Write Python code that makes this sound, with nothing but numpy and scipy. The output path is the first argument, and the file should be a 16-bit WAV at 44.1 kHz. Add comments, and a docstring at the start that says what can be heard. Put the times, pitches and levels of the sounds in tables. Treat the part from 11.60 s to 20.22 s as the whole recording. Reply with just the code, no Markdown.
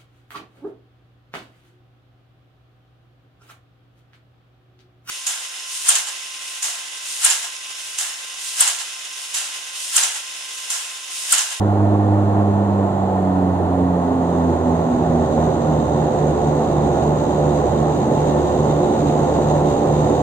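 """Two propellers drone, heard from inside the cabin of a turboprop rolling along a runway.
They slow from about 102 to 75 blade passes a second, beat and slide through the cabin's modes.
As they slow the air turns turbulent: their wash roars on the fuselage and air hisses at the window
seal, over rumbling tyres and steady cabin air. A faint turbine whine sinks as the engines wind down.
The microphone has two ports and sits nearer to one propeller."""
import sys
import numpy as np
from scipy import signal
from scipy.fft import rfft, irfft, next_fast_len
from scipy.io import wavfile

SR = 44100
rng = np.random.default_rng(int(sys.argv[2]) if len(sys.argv) > 2 else 0)


def transcribe(u):
    """Save the signal u as a 16-bit wav file named by the first command-line argument.

    u: samples, shape (n,) or (channels, n), limited to [-1, 1]; the rate is SR.
    q: integer samples, one column per channel.
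    """
    v = np.clip(np.atleast_2d(u).T, -1, 1)
    q = np.round(v * 32767).astype(np.int16)
    wavfile.write(sys.argv[1], SR, q)


N = 380141
T = np.arange(N) / SR


def gain_of(db):
    """Decibels to a factor."""
    return 10 ** (np.asarray(db) / 20)


def unit_rms(x):
    """Scales to an rms of 1."""
    return x / np.sqrt(np.mean(abs(x) ** 2) + 1e-30)


def follow(rows):
    """Each column of a time curve at every sample."""
    times, *columns = np.transpose(rows)
    return np.array([np.interp(T, times, column) for column in columns])


def spectrum_at(points, hz):
    """A spectrum's values at the given frequencies, joined on a log axis."""
    knots_hz, values = np.transpose(points)
    return np.interp(np.log(hz + 1), np.log(knots_hz + 1), values)


def lift(modes, hz):
    """The dB that a set of resonances adds at each frequency."""
    return sum(db / (1 + (2 * (hz - centre) / width) ** 2) for centre, width, db in modes)


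def noise(shape, modes=()):
    """Two unrelated noises of unit rms, coloured by a spectrum and its resonances."""
    size = next_fast_len(N)
    hz = np.fft.rfftfreq(size, 1 / SR)
    white = rfft(rng.standard_normal((2, size)))
    colour = gain_of(spectrum_at(shape, hz) + lift(modes, hz))
    return unit_rms(irfft(white * colour, size)[:, :N])


def flutter(width_hz, size=32768):
    """Two unrelated complex envelopes that wander within the given bandwidth."""
    hz = np.fft.fftfreq(size, N / SR / size)
    white = rng.standard_normal((2, size)) + 1j * rng.standard_normal((2, size))
    slow = unit_rms(np.fft.ifft(white / (1 + (hz / width_hz) ** 2)))
    return np.array([np.interp(T, np.linspace(0, T[-1], size), envelope) for envelope in slow])


def waver(width_hz):
    """One slow random wobble of unit rms."""
    return unit_rms(flutter(width_hz)[0].real)


def fuzzy_tone(cycles, width_hz):
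    """Two narrow bands of noise that ride on one pitch, its phase given in cycles."""
    return np.sqrt(2) * (flutter(width_hz) * np.exp(2j * np.pi * cycles)).real


def blade_rates():
    """Blade passes a second of the near and the far propeller."""
    # the near propeller slowing: (time [s], blade rate [Hz])
    blade_rate = [(0, 101.9), (0.55, 102.4), (1.1, 100.45), (1.87, 91.8), (2.46, 87.24), (3.87, 77.96),
                  (4.5, 74.54), (4.87, 73.95), (6.08, 74.78), (8.62, 74.97)]
    # the far one's excess, which sets the beat: (time [s], extra blade rate [Hz])
    slip = [(0.0, -0.23), (1.1, 0.28), (1.8, 0.63), (2.6, 1.16), (3.7, 1.48), (4.45, 2.08), (6.0, 1.24),
            (8.62, 1.11)]
    near_hz = follow(blade_rate)[0]
    return np.array([near_hz, near_hz + follow(slip)[0]])


def turbulence(onset_s=2.32, growth=0.43):
    """The air around the slowing blades breaks up, quickly at first: 0 is calm, 1 fully stirred."""
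    return np.clip((T - onset_s) / (T[-1] - onset_s), 0, 1) ** growth


def propellers(near, far, waver_db=0.7, waver_hz=8.0):
    """The blade harmonics of both propellers beat, and swell as they slide through the cabin's modes."""
    # blade harmonics 1-3 before the modes lift them: (near level [dB], far level [dB])
    harmonics = [(-34.5, -44.5), (-28, -40), (-37.5, -38.5)]
    # for each harmonic, the far wall pushes the cabin air with (+1) or against (-1) the near wall
    far_signs = (-1, -1, 1)
    # cabin modes that each propeller drives: (frequency [Hz], width [Hz], lift [dB])
    near_modes = [(103.05, 8.3, 14.5), (90.3, 22, 7), (200.8, 6.7, 7), (185.4, 7, 6.5), (255.8, 44.4, 14.8),
                  (307.9, 5.5, 13)]
    far_modes = [(85, 11.9, 9), (153.8, 25, 12.9), (176.3, 14, 9.3), (243.7, 21.6, 10.5),
                 (274.8, 27.5, 11.7)]
    near_hz, far_hz = blade_rates()
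    drone = np.zeros(N)
    for k, ((near_db, far_db), sign) in enumerate(zip(harmonics, far_signs), 1):
        drone += gain_of(near_db + lift(near_modes, k * near_hz)) * np.sin(2 * np.pi * k * near)
        drone += sign * gain_of(far_db + lift(far_modes, k * far_hz)) * np.sin(2 * np.pi * k * far)
    return np.sqrt(2) * drone * gain_of(waver_db * waver(waver_hz))


def chopping(near, far, eddy_share=0.96, width_hz=12.2, calm_db=-10.0, stirred_db=1.3, growth=1.73):
    """Blades slice swirling eddies: fuzzy humps at multiples of a rate just under the blade rate."""
    # humps of the sliced eddies: (multiple of the eddy rate, relative level [dB])
    humps = [(4, -29.5), (5, -28), (6, -31), (7, -28), (8, -30.5), (10, -37.5), (11, -33), (12, -39),
             (13, -48), (14, -43.5), (17, -56)]
    eddy_cycles = eddy_share * (near + far) / 2
    chop = sum(gain_of(db) * fuzzy_tone(k * eddy_cycles, width_hz) for k, db in humps)
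    return chop * np.interp(turbulence() ** growth, [0, 1], gain_of([calm_db, stirred_db]))


def panel_buzz(near, mode_hz=756.0, mode_width_hz=73.0, level_db=-38.5, blur_hz=11.0):
    """The near propeller's upper harmonics sing as they slide into a panel resonance."""
    near_hz = blade_rates()[0]
    buzz = np.zeros((2, N))
    for k in range(7, 11):
        response = 1 / np.sqrt(1 + (2 * (k * near_hz - mode_hz) / mode_width_hz) ** 2)
        buzz += response * fuzzy_tone(k * near, blur_hz)
    return buzz * gain_of(level_db) * (near_hz / near_hz.max()) ** 2


def tyres():
    """Runway rumble comes up through the airframe, lifted by the cabin's boom."""
    # the rumble as heard in the cabin: (frequency [Hz], relative level [dB])
    rumble = [(10, -23.5), (22, 0), (35, -0.5), (54, -6), (70, 4), (120, 13), (190, 10), (300, 6.5),
              (600, 1), (1500, -55)]
    # its strength along the runway: (time [s], level [dB])
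    rolling = [(0, -34.5), (2.4, -31.5), (3.6, -25), (5.5, -25.5), (8.62, -24)]
    return noise(rumble) * gain_of(follow(rolling))


def wash(near, level_db=-22.5, stir_db=1.57, pulsing=0.078, buffet_db=0.52, buffet_hz=13.0):
    """Propeller wash buffets the fuselage panels from outside, a little harder at each blade pass."""
    # the wash through the cabin wall: (frequency [Hz], relative level [dB])
    roar = [(30, -40.5), (70, -13), (150, -8.5), (270, -2), (380, 1), (470, -3.5), (640, -2), (735, -1.5),
            (880, -6.5), (1090, -12.5), (1240, -15), (1620, -26), (2000, -31), (2500, -60.5)]
    # fuselage panel resonances: (frequency [Hz], width [Hz], lift [dB])
    panels = [(708, 31, 3.5), (866, 32, 5), (950, 20, 2.5), (1026, 38, 2), (1088, 46, 5), (1252, 25, -1),
              (1435, 60, 3.5), (1802, 46, 8.5), (1950, 50, 3.5)]
    air = noise(roar, panels)
    pulse = 1 + pulsing * np.cos(2 * np.pi * near)
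    return air * pulse * gain_of(level_db + stir_db * turbulence() + buffet_db * waver(buffet_hz))


def vent_hiss(level_db=-49.5):
    """A steady rush of cabin air around the microphone."""
    # the cabin air: (frequency [Hz], relative level [dB])
    vent = [(800, -11), (2300, 0.5), (4100, 0.5), (4700, -7.5), (5500, -13), (6500, -2), (7400, -5),
            (8600, -11.5), (10500, -17), (12000, -31), (13200, -20.5), (15700, -19.5)]
    return noise(vent) * gain_of(level_db)


def turbines(width_hz=480.0, second_ratio=0.93, second_gain=0.7):
    """Two blurred compressor whines emerge, sink and fade as the engines wind down."""
    # the upper whine: (time [s], frequency [Hz], level [dB])
    whine = [(0, 11760, -82), (1, 11660, -82.5), (1.6, 11000, -69), (2.6, 9840, -69.5), (4.5, 8500, -82)]
    hz, db = follow(whine)
    cycles = np.cumsum(hz) / SR
    upper = fuzzy_tone(cycles, width_hz)
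    lower = fuzzy_tone(second_ratio * cycles, width_hz)
    return gain_of(db) * (upper + second_gain * lower)


def whistles():
    """Faint whistles swell and fade once as the engines begin to slow."""
    # narrow noise bands: (peak time [s], spread [s], frequency [Hz], width [Hz], level [dB])
    bands = [(1.4, 0.37, 7300, 200, -60), (1.64, .22, 730, 10, -28.5)]
    return sum(fuzzy_tone(hz * T, width) * gain_of(db) * np.exp(-((T - peak_s) / spread) ** 2)
               for peak_s, spread, hz, width, db in bands)


def seal_hiss(near, level_db=-41.0, pulsing=0.23, gust_db=1.0, gust_hz=15.0):
    """Turbulent air leaks through a ringing gap at the window, in blade-rate puffs and quick gusts."""
    # the leaking air: (frequency [Hz], relative level [dB])
    hiss = [(800, -19.5), (2000, 0), (2500, -3), (4000, -1), (4600, -4), (5100, -7.5), (5700, -7.5),
            (6500, 1.5), (7500, -1.5), (8600, -10.5), (10500, -17.5), (12000, -41), (13200, -19.5),
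            (15700, -19)]
    # resonances of the seal gap and window: (frequency [Hz], width [Hz], lift [dB])
    seal = [(2777, 64, 8), (3110, 50, 2), (3130, 65, 6), (3667, 91, 11), (3920, 40, 10.5), (4080, 38, 3.5),
            (5300, 120, -7), (6040, 90, 10.5), (6670, 110, 7), (6820, 60, 3), (7440, 85, 6.5)]
    air = noise(hiss, seal)
    pulse = 1 + pulsing * np.cos(2 * np.pi * near)
    return air * pulse * turbulence() * gain_of(level_db + gust_db * waver(gust_hz))


def surge(at_s=3.84, spread_s=0.055, lift_db=2.0):
    """One brief gust lifts the rush of air; returns a gain."""
    return gain_of(lift_db * np.exp(-((T - at_s) / spread_s) ** 2))


def microphone(shared, apart):
    """Two ports in the cabin hear alike in the bass and less so in the treble."""
    # how alike the ports hear: (frequency [Hz], coherence [0-1])
    likeness = [(25, .96), (70, .99), (160, .98), (270, .92), (500, .75), (1000, .67), (2000, .4),
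                (4000, .45), (8000, .2), (15000, .1)]
    # how far the left port leads: (frequency [Hz], phase [rad])
    lead = [(0, 1.8), (160, 0.15), (270, 0.15), (740, 0.45), (1200, 1.97), (2100, 0.5), (3100, 2.15),
            (5200, 3.8), (6700, 1.9), (8000, 0.3), (11000, 3), (15000, 0.5)]
    # balance of the ports: (frequency [Hz], left over right [dB])
    balance = [(30, -3.5), (95, -3), (160, -1), (240, -3.5), (380, -2), (700, -5), (1290, 0), (2380, -2.5),
               (4400, 1.5), (8120, 2), (15000, -.5)]
    size = next_fast_len(N + 2048)
    hz = np.fft.rfftfreq(size, 1 / SR)
    coherence = spectrum_at(likeness, hz)
    left = rfft(shared, size)
    right = coherence * left + np.sqrt(1 - coherence ** 2) * rfft(apart, size)
    right *= np.exp(-1j * spectrum_at(lead, hz))
    lean = gain_of(spectrum_at(balance, hz) / 2)
    return irfft(np.array([left * lean, right / lean]), size)[:, :N]


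def scene():
    """Drone, roar and hiss meet at the microphone in the cabin."""
    near, far = np.cumsum(blade_rates(), axis=1) / SR  # blade passes so far
    roar = chopping(near, far) + panel_buzz(near) + tyres()
    rush = (wash(near) + seal_hiss(near)) * surge()
    diffuse = roar + rush + vent_hiss() + turbines() + whistles()
    shared = diffuse[0] + propellers(near, far)
    soft_ends = signal.windows.tukey(N, 0.0006)
    return microphone(soft_ends * shared, soft_ends * diffuse[1])


def record(dry):
    """The recorder's band limit cuts the top of the treble."""
    edge_hz = 15780
    low_pass = signal.firwin(1023, edge_hz, window=("kaiser", 9), fs=SR)
    return signal.oaconvolve(dry, low_pass[None], "same", axes=1)


dry = scene()
out = record(dry)
transcribe(out)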